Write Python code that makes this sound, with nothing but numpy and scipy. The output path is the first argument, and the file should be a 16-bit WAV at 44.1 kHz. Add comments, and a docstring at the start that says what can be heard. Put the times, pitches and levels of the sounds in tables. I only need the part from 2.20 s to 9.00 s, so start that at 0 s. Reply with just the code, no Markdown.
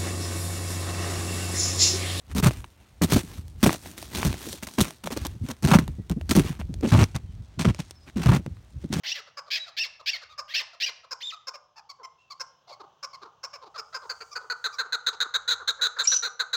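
"""Boots in crusted snow

A walker in open snow, heard close up from a phone held above the boots. Under each step the crust gives
way in bursts of tiny fractures while the snow below creaks and packs with a dull thud. Between steps
crumbs snap and slide, the handheld phone rumbles softly, and far birds whistle faintly."""
import sys
import numpy as np
from scipy import signal
from scipy.fft import rfft, irfft
from scipy.io import wavfile
from scipy.ndimage import uniform_filter1d

SR = 44100
rng = np.random.default_rng(int(sys.argv[2]) if len(sys.argv) > 2 else 0)


def transcribe(u):
    """Save the signal u as a 16-bit wav file named by the first command-line argument.

    u: samples, shape (n,) or (channels, n), limited to [-1, 1]; the rate is SR.
    q: integer samples, one column per channel.
    """
    v = np.clip(np.atleast_2d(u).T, -1, 1)
    q = np.round(v * 32767).astype(np.int16)
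    wavfile.write(sys.argv[1], SR, q)


N = 299880


def undb(db):
    """Decibels to gain."""
    return 10 ** (np.asarray(db) / 20)


def curve(table):
    """A table of times and values, interpolated at every sample."""
    return np.interp(np.arange(N) / SR, *np.transpose(table))


def add(track, start_s, sound):
    """Mix a sound into a track."""
    i = int(np.clip(start_s * SR, 0, N - 1))
    track[i:i + len(sound)] += sound[:N - i]


def wander(rate_hz):
    """Random levels, each held for one period, then smoothed twice; spread near 1."""
    hold = int(SR / rate_hz)
    levels = np.repeat(rng.standard_normal(N // hold + 1), hold)
    return 1.3 * uniform_filter1d(uniform_filter1d(levels, hold), hold)[:N]


def envelope(t, attack_s, hold_s, release_s):
    """Rise, hold and die away."""
    rise = np.clip(t / max(attack_s, 1 / SR), 0, 1)
    return rise * np.exp(-np.maximum(t - attack_s - hold_s, 0) / release_s)


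def match_energy(x, shape):
    """Scale a sound to carry the energy of an envelope."""
    return x * np.sqrt(np.sum(shape ** 2) / np.sum(x ** 2))


def colour(x, spectrum):
    """Minimum-phase filter through (Hz, dB) points; white noise keeps its level."""
    size = 8192
    hz, db = np.transpose(spectrum)
    bins_hz = np.arange(size // 2 + 1) * SR / size
    gain = undb(np.interp(np.log(bins_hz + 1), np.log(hz), db))
    cepstrum = irfft(np.log(gain / np.sqrt(np.mean(gain ** 2))))
    cepstrum[1:size // 2] *= 2
    cepstrum[size // 2 + 1:] = 0
    return signal.oaconvolve(x, irfft(np.exp(rfft(cepstrum))))[:N]


# Outdoor air all around the microphone: frequency_hz, gain_db
AIR_SPECTRUM = [(30, -1), (200, 5), (700, 9.5), (1500, 3), (4000, -2), (7000, -9), (9500, -16),
                (11000, -34.5), (16000, -12.5)]


def air():
    """A faint, steady hush over the snow."""
    return undb(-66) * colour(rng.standard_normal(N), AIR_SPECTRUM)


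# Birds far from the microphone: start_s, length_s, start_hz, end_hz, level_db
BIRD_CALLS = [(3.74, .14, 2000, 1870, -67), (5.04, .12, 3200, 2950, -68), (5.54, .07, 7150, 6850, -67),
              (5.62, .06, 6700, 6450, -65), (5.74, .06, 5450, 5100, -57), (5.785, .09, 5080, 5050, -61),
              (5.815, .06, 5750, 5600, -67)]


def birds():
    """Thin falling whistles, wavering on their way through the trees."""
    out = np.zeros(N)
    for start_s, length_s, start_hz, end_hz, level_db in BIRD_CALLS:
        hz = np.linspace(start_hz, end_hz, int(length_s * SR))
        hz *= 1 + 0.07 * uniform_filter1d(rng.standard_normal(len(hz)), size=100)
        whistle = np.sin(2 * np.pi * np.cumsum(hz) / SR)
        add(out, start_s, undb(level_db) * np.hanning(len(hz)) * whistle)
    return out


def thud(t, hz, shape, roughness):
    """A soft impact, as of snow packing in uneven jerks: low noise and a tone that falls through hz."""
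    band = signal.butter(3, [.42 * hz, 1.7 * hz], "band", fs=SR, output="sos")
    noise = signal.sosfilt(band, rng.standard_normal(len(t)))
    jerks = match_energy(noise * shape, shape) / np.sqrt(2)
    sagging_hz = hz * (0.8135 + 0.55 * np.exp(-t / 0.011))  # more of the sole bears on the snow
    tone = shape * np.sin(2 * np.pi * np.cumsum(sagging_hz) / SR)
    return (roughness * jerks - tone) / np.sqrt(1 + roughness ** 2)


# Soft buffeting right at the handheld microphone: time_s, level_db
BUFFET_LEVELS = [(0, -61), (.13, -37.5), (.4, -42.5), (.6, -57.5), (1.0, -45.5), (1.3, -46), (1.92, -54.5),
                 (2.08, -33), (2.2, -47), (2.6, -74), (3.1, -38), (3.37, -55), (3.7, -35), (4.45, -38.5),
                 (5.2, -43.5), (6.25, -48), (6.42, -46), (6.8, -42)]
# The bass-heavy tone of that buffeting: frequency_hz, gain_db
BUFFET_SPECTRUM = [(20, -50.5), (35, -7), (55, 2.5), (80, 5.5), (130, -7), (220, -17), (350, -25),
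                   (600, -40.5), (1200, -64.5)]
# Muffled bumps of boot and clothing, close by: start_s, level_db, pitch_hz
BODY_BUMPS = [(1.033, -33, 170), (1.18, -26.5, 98), (1.654, -40, 164), (2.098, -30.5, 205),
              (2.267, -30, 252), (2.33, -34.5, 342), (3.01, -25, 71), (3.147, -30, 126), (3.21, -22, 89),
              (3.237, -22.5, 135), (3.611, -20, 157), (3.683, -28.5, 145), (3.725, -39.5, 78.6),
              (3.784, -21.5, 119), (3.963, -21, 158), (4.243, -19, 137), (4.294, -22, 149),
              (4.492, -27, 158), (4.666, -23, 251), (5.036, -26, 80), (5.09, -31.5, 69.5),
              (0.418, -38, 67.5), (0.71, -41, 63), (6.301, -29.5, 74), (6.557, -31.5, 68),
              (5.149, -33.5, 70), (5.201, -32.5, 83), (5.374, -27, 121), (6.188, -31, 188),
              (6.26, -25, 149), (6.638, -23.5, 171), (6.7, -23.5, 163), (6.759, -21, 152)]


def handling(jolt):
    """The walker's sway and footfalls shake the phone: fluttering buffets and muffled bumps."""
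    flutter_db = 4 * wander(rate_hz=17)
    buffets = undb(curve(BUFFET_LEVELS) + flutter_db) + jolt
    out = buffets * colour(rng.standard_normal(N), BUFFET_SPECTRUM)
    t = np.arange(SR // 6) / SR
    swell_s = 0.0071
    shape = t / swell_s * np.exp(1 - t / swell_s)
    for start_s, level_db, pitch_hz in BODY_BUMPS:
        add(out, start_s, undb(level_db) * thud(t, pitch_hz, shape, roughness=1.0))
    return out


def fractures(size, per_s, spread_db):
    """Energies of tiny fractures at random moments, many small and a few large; mean 1."""
    breaks = rng.random(size) < per_s / SR
    strength_db = spread_db * np.clip(rng.standard_normal(size), -2, 2)
    energy = breaks * undb(strength_db) ** 2 + 1e-12
    return energy / energy.mean()


def crackle(energy, ring_s):
    """Each fracture rings as its own very short noisy crack."""
    decay = np.exp(-1 / (ring_s * SR))
    ringing = signal.lfilter([1 - decay], [1, -decay], energy)
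    return np.sqrt(ringing) * rng.standard_normal(len(energy))


def shimmer(x, depth_db):
    """Each band swells and dips on its own, so a scrape keeps changing colour."""
    out = 0
    for edge_hz in (1500, 3000, 6000, 11000):
        below = signal.sosfiltfilt(signal.butter(2, edge_hz, fs=SR, output="sos"), x)
        out = out + below * undb(depth_db * wander(rate_hz=30))
        x = x - below
    return out + x


# A boot drags or sinks in loose snow below the microphone: peak_s, swell_s, fade_s, crust_db, ice_db
BOOT_DRAGS = [(0.12, 0.024, 0.011, -46.5, -56), (0.31, 0.041, 0.1, -48, -50.5),
              (0.914, 0.023, 0.015, -33, -32.5), (0.99, 0.045, 0.022, -36.5, -41.5),
              (0.62, 0.045, 0.083, -65.5, -103), (1.139, 0.11, 0.059, -51.5, -51),
              (1.508, 0.063, 0.049, -38, -37), (1.669, 0.043, 0.083, -49.5, -47),
              (1.79, 0.017, 0.27, -52.5, -49), (1.97, 0.032, 0.063, -35.5, -34.5),
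              (2.06, 0.032, 0.099, -39, -42.5), (2.28, 0.077, 0.092, -46.5, -41.5),
              (2.49, 0.011, 0.15, -56.5, -51), (2.63, .015, 0.071, -40.5, -41),
              (3.0, 0.062, 0.1, -48, -48.5), (3.261, 0.025, 0.084, -53.5, -54.5),
              (3.622, .02, 0.022, -48.5, -57.5), (5.33, 0.028, 0.049, -69.5, -94),
              (4.272, 0.11, 0.066, -40.5, -43), (4.70, 0.039, 0.12, -37.5, -37),
              (5.57, .05, 0.12, -60, -58.5), (5.885, .015, 0.013, -45, -56.5),
              (6.04, 0.039, 0.04, -38, -41.5), (6.638, 0.028, 0.016, -57.5, -60.5),
              (6.76, 0.036, 0.057, -41, -43.5)]


def scuffs():
    """Loose grains and crumbs patter round the moving boot while the sole pushes snow with a low rub."""
    def catching():
        """The gain wavers as the boot catches and lets go."""
        return undb(0.5 * wander(rate_hz=40))

    t = np.arange(N) / SR
    crust, ice = undb(-72.5), undb(-68)  # grains that never quite settle
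    for peak_s, swell_s, fade_s, crust_db, ice_db in BOOT_DRAGS:
        width_s = np.where(t < peak_s, swell_s, fade_s)
        stroke = np.exp(-((t - peak_s) / width_s) ** 2)
        crust = crust + undb(crust_db) * stroke
        ice = ice + undb(ice_db) * stroke
    rub_band = signal.butter(2, (124, 287), "band", fs=SR, output="sos")
    rub = signal.sosfilt(rub_band, rng.standard_normal(N))
    rub *= crust * undb(-1) * catching() / rub.std()
    grains = fractures(N, per_s=1300, spread_db=2)
    crumbs = fractures(N, per_s=110, spread_db=4.5)
    energy = .7 * grains + .4 * crumbs
    crust, ice = crust * catching(), ice * catching()
    return crust * crackle(energy, ring_s=.0007), ice * crackle(energy, ring_s=.001), rub


# The loudest single snaps of crust at the walker's feet: start_s, crust_db, ice_db, pitch_hz
CRUST_SNAPS = [(0.265, -17.5, -34, 835), (0.309, -26.5, -35, 654), (0.443, -29.5, -49, 973),
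               (0.922, -20, -27, 1800), (0.965, -20, -28, 820), (1.463, -10.5, -33, 666),
               (1.494, -15.5, -41, 1150), (1.506, -22, -28, 614), (1.529, -25, -21, 670),
               (1.547, -29, -46, 640), (1.659, -32, -46, 705), (1.827, -31.5, -29, 645),
               (2.03, -16.5, -34, 1115), (2.05, -24, -18, 540), (2.142, -30.5, -36.5, 720),
               (2.329, -34.5, -23.5, 575), (2.487, -36, -36, 1020), (2.606, -18, -12.5, 1290),
               (2.873, -20.5, -29.5, 558), (2.974, -24.5, -26, 564), (3.067, -40, -19.5, 2820),
               (3.536, -14, -22, 624), (3.679, -32, -33.5, 880), (3.897, -34, -26.5, 958),
               (3.914, -35, -31, 900), (4.012, -34.5, -40, 610), (4.165, -16.5, -12.5, 616),
               (4.541, -40.5, -31, 687), (4.61, -38, -36, 525), (2.707, -38, -31.5, 640),
               (4.833, -22.5, -23, 480), (4.84, -19, -18.5, 2180), (4.963, -53, -22.5, 780),
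               (5.547, -35, -30, 586), (5.709, -33.5, -26.5, 2680), (3.474, -23, -22, 690),
               (4.414, -34, -49.5, 614), (4.748, -17, -40, 1080), (5.453, -18, -26, 1270),
               (1.281, -52, -42, 900), (1.779, -34, -29, 2170), (6.369, -47.5, -59, 1230),
               (6.094, -15.5, -38, 930), (6.166, -28, -41, 654), (6.263, -33, -40.5, 536)]


def snaps():
    """Lone cracks: a sharp tick that crumbles away and the short pop of the hollow under the crust."""
    crust, ice = np.zeros((2, N))
    t = np.arange(SR // 30) / SR
    for start_s, crust_db, ice_db, pitch_hz in CRUST_SNAPS:
        pop = np.exp(-t * pitch_hz / 1.5) * np.sin(2 * np.pi * pitch_hz * t)
        breaking = np.exp(-t / .0008) + undb(-17) * np.exp(-t / .005)
        tick = breaking * rng.standard_normal(len(t))
        add(crust, start_s, undb(crust_db) * (tick + .5 * pop))
        add(ice, start_s, undb(ice_db) * breaking * rng.standard_normal(len(t)))
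    return crust, ice


# Resonances of the packed snow right under the sole: pitch_hz, level_db
SNOW_MODES = [(640, 4), (800, -6), (920, 1), (1080, 1.5), (1320, -6)]


def creak(t, shape, slip_hz):
    """Packed snow sticks and slips; every slip rings it briefly, each time in a different mix."""
    timing, *strengths = rng.standard_normal((80, 1 + len(SNOW_MODES))).T
    slip_times_s = np.cumsum(np.exp(0.3914 * timing)) / slip_hz
    ring = 0
    for (pitch_hz, level_db), strength in zip(SNOW_MODES, strengths):
        gains = undb(level_db + 5.1 * strength)
        slips, _ = np.histogram(slip_times_s, len(t), (0, t[-1]), weights=gains)
        ring = ring + signal.lfilter(*signal.iirpeak(pitch_hz, Q=6, fs=SR), slips * shape)
    return match_energy(ring, shape)


# Heel, sole and toe break the crust in quick succession, close below the microphone:
# start_s, attack_s, hold_s, crunch_db, ice_db, thud_db, thud_hz
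BOOT_CRUNCHES = [ (0.147, .004, 0.0031, -41.5, -36.5, -22, 176),
                 (0.16, .005, 0.033, -33.5, -32.5, -21, 220),
                 (0.224, 0.0043, 0.022, -28.5, -28.5, -17.5, 139),
                 (0.255, 0.0075, 0.014, -24.5, -27.5, -9.5, 141),
                 (0.811, 0.0031, 0.032, -30, -28.5, -14, 192), (0.919, 0.0013, 0.019, -27, -24.5, -10, 127),
                 (0.957, 0.0041, 0.0044, -31.5, -28, -10.5, 211),
                 (1.428, 0.0013, 0.013, -23.5, -23, -12.5, 202),
                 (1.455, 0.0031, 0.016, -28, -27, -7.5, 197.5), (2.043, 0.01, 0.022, -37, -34, -16.5, 159),
                 (2.423, .005, .004, -36.5, -34.5, -34.5, 182),
                 (2.468, 0.0011, 0.0018, -36.5, -36, -39, 172.7),
                 (2.579, 0.0027, 0.015, -28.5, -32, -18, 231),
                 (2.604, 0.0028, 0.0067, -30, -19.5, -12, 171),
                 (2.834, 0.0071, 0.037, -42.5, -41.5, -35, 204), (2.902, 0.0022, .002, -38, -38, -33, 380),
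                 (2.915, 0.0045, 0.011, -37, -37, -30.5, 250),
                 (2.96, 0.0045, 0.0036, -38.5, -39.5, -27, 268),
                 (3.046, 0.0051, 0.0052, -33, -35.5, -30.5, 305),
                 (3.281, 0.0079, 0.023, -39, -39.5, -30, 270),
                 (3.423, 0.0037, 0.0023, -36, -34.5, -20, 156),
                 (3.438, 0.0047, 0.013, -31, -30.5, -12, 156), (3.475, 0.0063, 0.031, -31, -33, -24, 243),
                 (3.512, 0.0022, 0.0084, -21.5, -28, -9.5, 161),
                 (3.53, 0.0054, .011, -19.5, -27, -28.5, 170), (3.548, 0.0033, 0.0053, -21, -26, -3, 164),
                 (3.584, 0.0023, 0.0024, -26.5, -29, -13, 149), (3.896, 0.003, 0.02, -45, -51.5, -18, 184),
                 (4.091, 0.0017, 0.024, -36, -31.5, -26, 195), (4.107, .003, 0.0045, -25, -23, -18, 217),
                 (4.15, 0.0019, 0.014, -30.5, -29.5, -15.5, 177),
                 (4.17, 0.0024, 0.025, -31.5, -32, -9, 171), (4.388, 0.0076, 0.0078, -43, -48, -33, 186),
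                 (4.623, .008, 0.027, -39, -46.5, -18, 257.5),
                 (4.715, 0.0066, 0.036, -29, -37.5, -9.5, 126.6),
                 (4.765, 0.016, 0.046, -28.5, -32.5, -9.5, 131),
                 (4.942, 0.012, 0.0078, -36, -40.5, -23, 134),
                 (5.387, 0.0046, 0.032, -33.5, -31.5, -25, 188),
                 (5.445, 0.0043, 0.0086, -30, -34.5, -12.5, 193),
                 (5.469, 0.0068, 0.025, -36.5, -41.5, -12.5, 134.3),
                 (5.587, 0.0044, 0.0075, -37.5, -36, -25, 151),
                 (5.957, 0.0034, 0.046, -44, -46, -22.5, 201.5),
                 (6.056, 0.0021, 0.0099, -30, -36, -10.5, 124),
                 (6.081, 0.0027, 0.021, -31.5, -38, -9.5, 127),
                 (6.112, 0.0016, 0.023, -30.5, -39.5, -17, 146),
                 (6.13, 0.0016, 0.037, -33.5, -36.5, -18.5, 162),
                 (6.725, 0.0021, 0.01, -32, -29.5, -22.5, 200), (6.777, 0.016, .02, -37, -35, -20.5, 184)]


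def steps():
    """A boot loads the crust until it bursts; crumbs trickle, the snow packs and the phone is jolted."""
    crust, ice, thuds, jolt = np.zeros((4, N))
    t = np.arange(SR // 3) / SR
    thud_lag_s = 0.00297  # the packing snow follows the breaking crust
    for start_s, attack_s, hold_s, crunch_db, ice_db, thud_db, thud_hz in BOOT_CRUNCHES:
        load = envelope(t, attack_s, hold_s, release_s=0.0075)
        crumbs = undb(-27.5) * envelope(t, attack_s, hold_s, release_s=.07)
        breaking = load + crumbs
        energy = fractures(len(t), per_s=1100, spread_db=7) * breaking ** 2
        cracks = match_energy(crackle(energy, ring_s=0.00064), breaking)
        icy_cracks = match_energy(crackle(energy, ring_s=0.0014), breaking)
        add(ice, start_s, undb(ice_db) * icy_cracks)
        # the harder the snow is pressed and the less icy it is, the more of its noise is creak
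        pressure_db, dullness_db = crunch_db + 24, crunch_db - ice_db - 7
        creak_gain = undb(-5 + .25 * pressure_db + .7 * dullness_db)
        squeak = creak_gain * creak(t, load, slip_hz=219.8)
        add(crust, start_s, undb(crunch_db) * (cracks + squeak) / np.hypot(1, creak_gain))
        landing = 1 + 0.42 * np.exp(-t / 0.0098)  # heaviest as the weight first lands
        packing = envelope(t, attack_s, hold_s, release_s=0.0086) * landing
        add(thuds, start_s + thud_lag_s, undb(thud_db) * thud(t, thud_hz, packing, roughness=0.75))
        add(jolt, start_s, undb(thud_db - 18) * envelope(t, attack_s, hold_s, release_s=0.022))
    return crust, ice, thuds, jolt


# The body of breaking crust at close range: frequency_hz, gain_db
CRUST_SPECTRUM = [(200, 2), (360, 8.5), (490, -0.5), (640, 0.5), (900, 1), (1300, 0), (1800, -1),
                  (2700, -1), (3800, -10.5), (7000, -27.5)]
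# Its icy treble: frequency_hz, gain_db
ICE_SPECTRUM = [(1500, -26.5), (2600, -12), (3300, 0), (4200, 0.5), (5000, -2), (5800, 1), (7300, -2),
                (9300, 0), (10400, -5), (12000, -4), (15800, -7.5)]
# The highest treble, strongest while the microphone faces the boots: time_s, gain_db
MIC_FACING = [(0, -2.5), (1.5, -1.5), (2.6, -3), (3.5, -5.5), (4.15, -3.5), (4.75, -11), (5.5, -17),
              (6.1, -8.5), (6.8, -11)]


def snow_tone(crust, ice):
    """All cracks share the colours of crust and ice; the sparkle dulls as the phone turns away."""
    crust, ice = colour(crust, CRUST_SPECTRUM), colour(ice, ICE_SPECTRUM)
    sparkle = signal.sosfiltfilt(signal.butter(2, 8000, "high", fs=SR, output="sos"), ice)
    return crust + ice + (undb(curve(MIC_FACING)) - 1) * sparkle


def scene():
    """Near boots and far birds at one microphone; open snow returns no echo."""
    step_crust, step_ice, thuds, jolt = steps()
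    snap_crust, snap_ice = snaps()
    scuff_crust, scuff_ice, rub = scuffs()
    crust = step_crust + snap_crust + scuff_crust
    ice = step_ice + snap_ice + shimmer(scuff_ice, depth_db=2.5)
    return (air() + handling(jolt) + birds() + rub + thuds + snow_tone(crust, ice))[None]


def record(dry):
    """The phone thins the deep bass, rounds the loudest peaks and cuts the top."""
    low_cut = signal.butter(2, 42, "high", fs=SR, output="sos")
    high_cut = signal.ellip(10, .2, 80, 15900, fs=SR, output="sos")
    ceiling = .9
    rounded = ceiling * np.tanh(signal.sosfilt(low_cut, dry) / ceiling)
    return signal.sosfilt(high_cut, rounded)


dry = scene()
out = record(dry)
transcribe(out)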